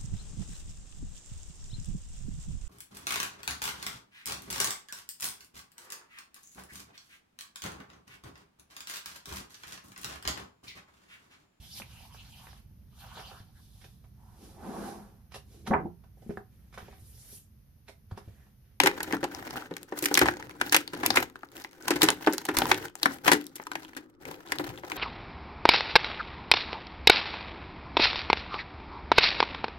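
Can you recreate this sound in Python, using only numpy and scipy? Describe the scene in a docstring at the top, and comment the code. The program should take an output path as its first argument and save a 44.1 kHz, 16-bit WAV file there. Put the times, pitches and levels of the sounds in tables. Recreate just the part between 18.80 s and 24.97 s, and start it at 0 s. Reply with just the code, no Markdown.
"""In a small room, close up, two hands work a toy figure out of a clear, stiff plastic tray.
Small facets of the tray flip with sharp snaps; broad panels buckle more slowly and drum the whole shell.
Fingers and figure slide over the plastic; the rubbing swells around each snap, and tiny creases crackle.
Underneath sit dull finger thumps, short reflections and quiet room air."""
import sys
import numpy as np
from scipy import signal
from scipy.fft import rfft, irfft, next_fast_len
from scipy.io import wavfile
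from scipy.ndimage import uniform_filter1d, map_coordinates

SR = 44100
rng = np.random.default_rng(int(sys.argv[2]) if len(sys.argv) > 2 else 0)


def wrap_up_sound(samples):
    """Save the sound to the file named by the first command line argument, as 16-bit audio."""
    columns = np.atleast_2d(samples).T
    # keep every value between -1 and 1, then stretch to whole-number steps
    tamed = np.clip(columns, -1, 1)
    steps = np.round(tamed * 32767).astype(np.int16)
    wavfile.write(sys.argv[1], SR, steps)


N = 272097
TIME = np.arange(N) / SR

# Small facets flipping. Each row: start in seconds, level in dB, pitch in Hz, tilt in dB per octave.
FACET_SNAPS = [(0.001, -11.5, 3010, -2.5), (0.071, -12.5, 1980, -1.5), (0.2043, -26.5, 1670, -4),
               (0.23, -29, 830, 5.5), (0.441, -24, 830, -2), (0.9666, -34.5, 1840, 0.5),
               (1.031, -42, 9700, 1.5), (1.1881, -30.5, 840, 5.5), (1.2403, -28, 2330, 2.5),
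               (1.257, -17.5, 1900, 3), (1.3418, -17, 5750, 4.5), (1.351, -19.5, 3270, 1.5),
               (1.3741, -12, 1860, 0), (1.391, -17, 1900, 3), (1.4849, -15.5, 1730, -5.5),
               (1.8129, -17.5, 1700, -3), (1.9449, -10.5, 2110, 0), (1.9642, -14, 2700, 2.5),
               (2.077, -34, 4060, -1), (2.262, -17, 2300, 4), (2.304, -17, 4700, -2.5),
               (2.3706, -11.5, 2160, -4), (2.556, -38.5, 1530, -3.5), (2.6321, -36, 1450, -9),
               (2.8465, -34, 2220, -4), (3.0803, -21, 1004, 0), (3.2186, -14, 3830, -0.5),
               (3.2863, -12.5, 3770, -5), (3.3034, -21.5, 7600, -1.5), (3.5813, -27, 4300, 2),
               (3.6519, -30, 840, 2.5), (3.7865, -18, 4060, 7), (3.8189, -18, 3600, -7.5),
               (3.915, -11, 2390, -3.5), (4.1541, -37, 8030, -1), (4.2309, -18, 3780, 0.5),
               (4.2574, -13, 1700, -5), (4.6666, -39.5, 4100, 8.5), (4.7982, -35.5, 1950, -11),
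               (4.8679, -33.5, 1170, -0.5), (4.9159, -30, 1400, -2), (4.9539, -26.5, 1800, -3.5),
               (5.72, -21, 1900, -1.5), (6.1176, -27, 2300, -4)]
# Broad panels buckling. Each row: start in seconds, level in dB, tilt in dB per octave,
# push on the shell in dB.
PANEL_BUCKLES = [(0.0349, -18.5, -1, -22.5), (0.059, -15, -3, -35), (0.3315, -23.5, -8.5, -24.5),
                 (0.4287, -27.5, -6.5, -27), (0.91, -38.5, -8, -33.5), (1.122, -31.5, -8.5, -32.5),
                 (1.2237, -28, 6, -29), (1.312, -26, -9, -28.5), (1.414, -12.5, -5.5, -18.5),
                 (1.4573, -19.5, -5, -33.5), (1.9225, -15, 1, -37), (2.1328, -31.5, -3, -34.5),
                 (2.2316, -22.5, -6, -34.5), (2.3574, -18.5, 0, -42), (3.1053, -18, -2, -21.5),
                 (3.158, -27, -0.5, -33.5), (3.2302, -13, 2, -18.5), (3.471, -13, -9.5, -18),
                 (3.5328, -28, 4, -33), (3.6868, -21.5, -5, -25.5), (3.7681, -19, 0.5, -34),
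                 (4.4784, -10, -4, -26), (4.5156, -10, -2, -23.5), (4.531, -18, 0.5, -22),
                 (4.756, -34.5, 5, -49), (5.1655, -33, 0, -42), (5.7945, -28, -9.5, -28),
                 (6.034, -35.5, -10.5, -42.5)]
# The tone of rubbed plastic. Each row: frequency in Hz, gain in dB.
SCRAPE_EQ = [(100, -25), (400, -7), (620, -10), (840, -3), (1090, -13.5), (1500, -6), (2000, -8),
             (2700, -14.5), (3800, -13.5), (6000, -16), (9500, -20), (13000, -15.5), (16000, -16.5)]
# What is sliding. Each row: time in seconds, softness from 0 (hard figure) to 1 (fingertip).
SOFTNESS = [(0, 0.73), (0.9, 0.62), (1.25, 0.086), (1.6, 0.85), (1.9, 0.17), (2.2, .7), (2.8, 0.15),
            (3.15, .65), (3.4, 0.38), (3.85, 0.63), (4.05, 0.35), (5.0, 0.5), (5.2, 0.72), (6.17, 0.61)]


def amp(db):
    """Decibels to gain."""
    return 10 ** (np.asarray(db) / 20)


def unit(x):
    """Scales to rms 1."""
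    return x / np.sqrt(np.mean(x ** 2) + 1e-20)


def read(points, hz):
    """Reads a spectrum table on a log-frequency axis."""
    f, value = np.transpose(points)
    return np.interp(np.log(hz + 1), np.log(f + 1), value)


def follow(table, column=1):
    """One column of an automation curve at every sample."""
    rows = np.array(table)
    return np.interp(TIME, rows[:, 0], rows[:, column])


def add(mix, s, sound):
    """Adds a sound to the mix at s seconds."""
    part = mix[..., max(round(s * SR), 0):][..., :sound.shape[-1]]
    part += sound[..., :part.shape[-1]]


def colour(x, eq):
    """Filters by an EQ curve."""
    size = next_fast_len(x.shape[-1] + 4096)
    gain = amp(read(eq, np.fft.rfftfreq(size, 1 / SR)))
    return irfft(rfft(x, size) * gain, size)[..., :x.shape[-1]]


def causal(db):
    """Minimum-phase response with these gains: it rings only after the hit."""
    log_gain = np.log(amp(np.r_[db, db[-2:0:-1]]))
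    return np.exp(np.conj(signal.hilbert(log_gain)))[:len(db)]


def two_ears(spectra, hz):
    """A bent sheet radiates its treble differently towards each ear."""
    # Stereo likeness. Each row: frequency in Hz, correlation of the ears from 0 to 1.
    likeness = [(200, 0.91), (600, 0.88), (1200, 0.4), (3000, 0.28), (15000, 0.15)]
    same = np.clip(read(likeness, hz), 0, 1)
    return np.array([spectra[0], same * spectra[0] + np.sqrt(1 - same ** 2) * spectra[1]])


def placed(x):
    """The tray sits left of centre: the right ear hears it softer and mostly later."""
    # Where it is held. Each row: time in seconds, left ear's lead in ms, left minus right in dB.
    position = [(0, 0.15, 2), (2.0, 0.2, 1.5), (3.2, 0.13, 2.4), (3.8, -0.039, 0.7), (4.2, 0.237, 3.5),
                (6.17, 0.26, 3)]
    delayed = np.arange(N) - follow(position, 1) * SR / 1000
    lean = amp(follow(position, 2) / 2)
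    return np.array([x[0] * lean, map_coordinates(x[1], [delayed], order=5) / lean])


def room_air():
    """A steady, dark bed of room tone."""
    # The tone of the air. Each row: frequency in Hz, gain in dB.
    air_eq = [(25, -1.5), (120, -33), (200, -21), (300, 2), (630, -29.5), (1300, -11), (2800, -53),
              (15000, -60)]
    return unit(colour(rng.standard_normal((2, N)), air_eq))


def reflections(x, gap_s=0.0011, size=20000):
    """Dense reflections from table and walls, each band dying at its own speed."""
    # The room's decay. Each row: frequency in Hz, time to fall 60 dB in seconds.
    room_t60 = [(200, 0.52), (530, 0.16), (3700, 0.2), (14000, 0.15)]
    hz, t, bands = signal.stft(rng.standard_normal((2, size)), SR, nperseg=256)
    bands = two_ears(bands.transpose(0, 2, 1), hz).transpose(0, 2, 1)
    decay = amp(-60 * t / read(room_t60, hz)[:, None])
    tail = signal.istft(bands * decay, SR, nperseg=256)[1]
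    tail *= np.clip(np.arange(tail.shape[1]) / SR / gap_s - 1, 0, 1)
    return signal.fftconvolve(x, tail / np.linalg.norm(tail[0]), axes=1)[:, :N]


def effort_db(strain_db=-25, build_s=0.015, ease_s=0.04):
    """Strength of the rubbing: the sliding hands plus the strain around each snap and buckle."""
    # How hard the hands slide. Each row: time in seconds, level in dB.
    sliding = [(0, -49.5), (0.35, -39.5), (0.48, -55), (0.54, -43), (0.79, -40), (0.84, -51), (1.09, -61),
               (1.2, -43), (1.56, -47), (1.78, -57), (1.86, -39), (2.07, -61.5), (2.2, -39), (2.43, -35),
               (2.49, -69.5), (2.69, -63.5), (2.79, -41.5), (2.88, -64), (3.03, -50), (3.08, -36),
               (3.44, -47), (3.7, -53.5), (3.79, -32), (4.07, -41), (4.12, -79.5), (4.32, -38.5),
               (4.42, -61.5), (4.46, -30.5), (4.66, -66.5), (4.88, -64), (4.96, -52.5), (5.24, -60),
               (5.38, -83.5), (5.41, -55.5), (5.49, -40.5), (5.63, -59), (5.8, -39), (6.03, -52.5),
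               (6.17, -37.5)]
    t = np.arange(-SR // 8, SR // 3) / SR
    swell = np.exp(np.minimum(t / build_s, -t / ease_s))
    strain_power = np.zeros(N)
    for s, db, *_ in FACET_SNAPS + PANEL_BUCKLES:
        add(strain_power, s + t[0], (amp(db + strain_db) * swell[t >= -s]) ** 2)
    return 10 * np.log10(amp(follow(sliding)) ** 2 + strain_power)


def pressure_db(hard_db=-11, flesh_db=14, rest_db=-62):
    """How hard the rubbing flexes the tray: a soft fingertip grips and bends it most."""
    bend_db = effort_db() + hard_db + flesh_db * follow(SOFTNESS)
    return 20 * np.log10(amp(bend_db) + amp(rest_db))


def fingers(grip_db=-60, width=0.35):
    """Soft flesh bumps the tray: a low rumble that follows the flexing, and a few dull thumps."""
    # Finger thumps. Each row: time in seconds, level in dB, length in seconds.
    thumps = [(1.422, -36.5, 0.06), (1.627, -62.5, 1), (3.227, -45.5, 0.066), (3.776, -33, 0.017),
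              (3.924, -55.5, 0.05), (5.89, -48, 0.089)]
    # Their bassy tone. Each row: frequency in Hz, gain in dB.
    thump_eq = [(20, -28), (50, -8), (85, -3.5), (130, -2), (200, -8.5), (600, -56.5), (2000, -70)]
    flex_db = pressure_db()
    level = amp(grip_db + flex_db - flex_db.mean())
    for s, db, length in thumps:
        age = np.arange(SR // 2) / SR / (length / 4)  # 1 at the peak
        add(level, s - length / 8, amp(db) * age * np.exp(1 - age))
    centre, left, right = colour(rng.standard_normal((3, N)), thump_eq)
    return unit(centre + width * np.array([left, right])) * level


def shell_ring(grip_detune=0.023, uneven_db=4, rise_s=0.0022, size=13000):
    """One blow on the tray; the grip detunes its modes, and the spot struck weights them."""
    # Modes of the whole tray. Each row: frequency in Hz, level in dB, time to fall 60 dB in seconds.
    modes = [(158.4, -12.5, 0.094), (188.7, -20.5, 0.24), (260, -12, 0.24), (290, -6.5, 0.25),
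             (315, 2, 0.089), (353.3, -0.5, 0.14), (402.6, -8.5, 0.16), (445, -5, 0.081), (511, -7, 0.11),
             (551, -11, 0.087)]
    t = np.arange(size) / SR
    hz, db, t60 = np.transpose(modes)[:, :, None]
    detune, strength, side = rng.standard_normal((3, len(modes), 1))
    weight = amp(db + uneven_db * strength - 60 * t / t60) * np.sign(side)
    partials = weight * np.sin(2 * np.pi * hz * (1 + grip_detune * detune) * t)
    ring = partials.sum(0) * (1 - np.exp(-t / rise_s))
    return ring / np.sqrt(np.sum(ring ** 2) / (SR // 40))  # every ring carries the same energy


def slips(per_s, spread_db):
    """Sparse stick-slip impulses of uneven strength."""
    kicks = amp(spread_db * np.minimum(rng.exponential(1, N), 4)) * rng.choice([-1, 1], N)
    return unit(kicks * (rng.random(N) < per_s / SR))


def flexing(grips=6, shift_s=0.25):
    """Rubbing keeps the low modes murmuring; as the grip shifts, so does their tuning."""
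    murmur = np.zeros(N)
    for k in range(grips):
        crossfade = np.maximum(np.cos(2 * np.pi * (TIME / shift_s - k) / grips), 0) ** 4
        ring = shell_ring()
        murmur += signal.oaconvolve(crossfade * slips(per_s=150, spread_db=-0.5), ring)[:N]
    return unit(murmur) * amp(pressure_db())


def crackle(per_s=520, spread_db=3.0, t60=0.016, spot_db=7, spot_octaves=0.25, spots=14, size=1024):
    """Slips at many spots of the sheet, each spot with its own pitch and short ring."""
    t, hz = np.arange(size) / SR, np.fft.rfftfreq(size, 1 / SR)
    out = np.zeros((2, N))
    for pitch in np.geomspace(800, 13000, spots):
        waves = rng.standard_normal((2, size)) * amp(-60 * t / t60)
        resonance_db = spot_db * (2 / (1 + (np.log2((hz + 1) / pitch) / spot_octaves) ** 2) - 1)
        ring = irfft(two_ears(rfft(waves), hz) * causal(read(SCRAPE_EQ, hz) + resonance_db))
        out += signal.oaconvolve(slips(per_s / spots, spread_db)[None], ring, axes=1)[:, :N]
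    return unit(out)


def scraping(hiss_db=-3, catch_db=4.5, muffle_db=-20):
    """Dense stick-slip over a fine hiss, duller under a fingertip, catching and letting go."""
    rub = crackle() + amp(hiss_db) * unit(colour(rng.standard_normal((2, N)), SCRAPE_EQ))
    catching = unit(uniform_filter1d(uniform_filter1d(rng.standard_normal(N), size=600), size=200))
    muffled = colour(rub, [(1000, 0.011), (16000, muffle_db)])
    softness = follow(SOFTNESS)
    texture = softness * unit(muffled) + (1 - softness) * unit(rub)
    return texture * amp(effort_db() + catch_db * catching)


def snap(pitch, tilt, t60, size=8192):
    """The plastic flips: a ragged burst of bending waves, coloured by its pitch, dies in the sheet."""
    # The sheet's tone before tilt and pitch. Each row: frequency in Hz, gain in dB.
    sheet_eq = [(40, -38.5), (150, -17.5), (400, -8), (620, -8.5), (820, 3.5), (1080, 0), (1500, 0),
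                (3000, -1.5), (9500, -4), (13000, -4), (16000, -15.5)]
    ragged, rise_share = 0.38, 0.0077
    ring_db, ring_t60 = -20, 0.12
    split_hz, treble_life = 4500, 0.5  # the plastic damps its treble first
    facet_db, blur_db, facet_octaves = 15, 4.0, 0.35
    t, hz = np.arange(size) / SR, np.fft.rfftfreq(size, 1 / SR)
    # The fold runs in jerks, and long crumples start more softly.
    jerks = np.exp(ragged * unit(uniform_filter1d(rng.standard_normal(size), size=40)))
    waves = rng.standard_normal((2, size)) * (1 - np.exp(-t / (rise_share * t60)))
    low = rfft(waves * (jerks * amp(-60 * t / t60) + amp(ring_db - 60 * t / ring_t60)))
    high = rfft(waves * jerks * amp(-60 * t / (t60 * treble_life)))
    low_share = 1 / (1 + (hz / split_hz) ** 2)
    spectra = two_ears(low_share * low + (1 - low_share) * high, hz)
    # A short snap is one facet, with a clearer pitch.
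    purity_db = facet_db - blur_db * np.log2(1 + t60 / 0.015)
    resonance = amp(purity_db) / (1 + (np.log2((hz + 1) / pitch) / facet_octaves) ** 2)
    slope_db = tilt * np.log2(np.maximum(hz, 700) / 700)
    tone_db = read(sheet_eq, hz) + slope_db + 10 * np.log10(1 + resonance ** 2)
    burst = irfft(spectra * causal(tone_db))
    return unit(burst) * np.sqrt(SR / 200 / size)  # the energy of 5 ms at rms 1


def creases(count=110, over_db=2, spread_db=4.5, mean_t60=0.012):
    """While the rubbing strains the tray, tiny creases give way, each with its own pitch and tone."""
    out = np.zeros((2, N))
    rub_db, softness = effort_db(), follow(SOFTNESS)
    for when, smallness, height, bright, life in rng.random((count, 5)):
        at = int(when * N)
        tilt = 3 - 7 * softness[at] + 3 * (2 * bright - 1)  # dB per octave, duller under a fingertip
        crack = snap(900 * 7 ** height, tilt, mean_t60 * (0.5 + life), size=2048)
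        db = rub_db[at] + over_db - spread_db * np.log(0.08 + smallness)  # mostly small, a few large
        add(out, at / SR, amp(db) * crack)
    return out


def drumming(snap_push_db=-19.5, push_per_tilt=-0.48):
    """Buckles and snaps push the whole tray into its low modes; bright snaps push less."""
    pushes = [(s, push_db) for s, _, _, push_db in PANEL_BUCKLES]
    pushes += [(s, db + snap_push_db + push_per_tilt * tilt) for s, db, _, tilt in FACET_SNAPS]
    out = np.zeros(N)
    for s, push_db in pushes:
        add(out, s, amp(push_db) * shell_ring())
    return out


def buckles(panel_hz=1760, panel_t60=0.074):
    """A fold runs across a broad panel: a longer, lower crumple."""
    out = np.zeros((2, N))
    for s, db, tilt, _ in PANEL_BUCKLES:
        add(out, s, amp(db) * snap(panel_hz, tilt, panel_t60))
    return out


def snaps(base_t60=0.041, halving_db=30, halving_octaves=2.5):
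    """The facets flip one after another; a wide one is loud and low, and rings longer."""
    out = np.zeros((2, N))
    for s, db, pitch, tilt in FACET_SNAPS:
        halvings = -db / halving_db + np.log2(pitch / 2000) / halving_octaves
        add(out, s, amp(db) * snap(pitch, tilt, base_t60 * 0.5 ** halvings))
    return out


def scene(scrape_db=-2, drum_db=-2, flex_db=-2, room_db=-13, room_treble_db=-4, air_db=-66):
    """Mixes the bright sheet and the low shell with their reflections and the room air."""
    sheet = snaps() + buckles() + creases() + amp(scrape_db) * scraping()
    shell = amp(drum_db) * drumming() + amp(flex_db) * flexing() + fingers()
    tray = placed(sheet + shell)
    reverb = colour(reflections(tray), [(2000, room_db), (12000, room_db + room_treble_db)])
    return tray + reverb + amp(air_db) * room_air()


def record(dry):
    """Clips at full scale, then cuts the highs above 16.1 kHz."""
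    low_pass = signal.firwin(301, 16100, window=("kaiser", 8), fs=SR)
    return signal.oaconvolve(np.clip(dry, -1, 1), low_pass[None], "same", axes=1)


dry = scene()
out = record(dry)
wrap_up_sound(out)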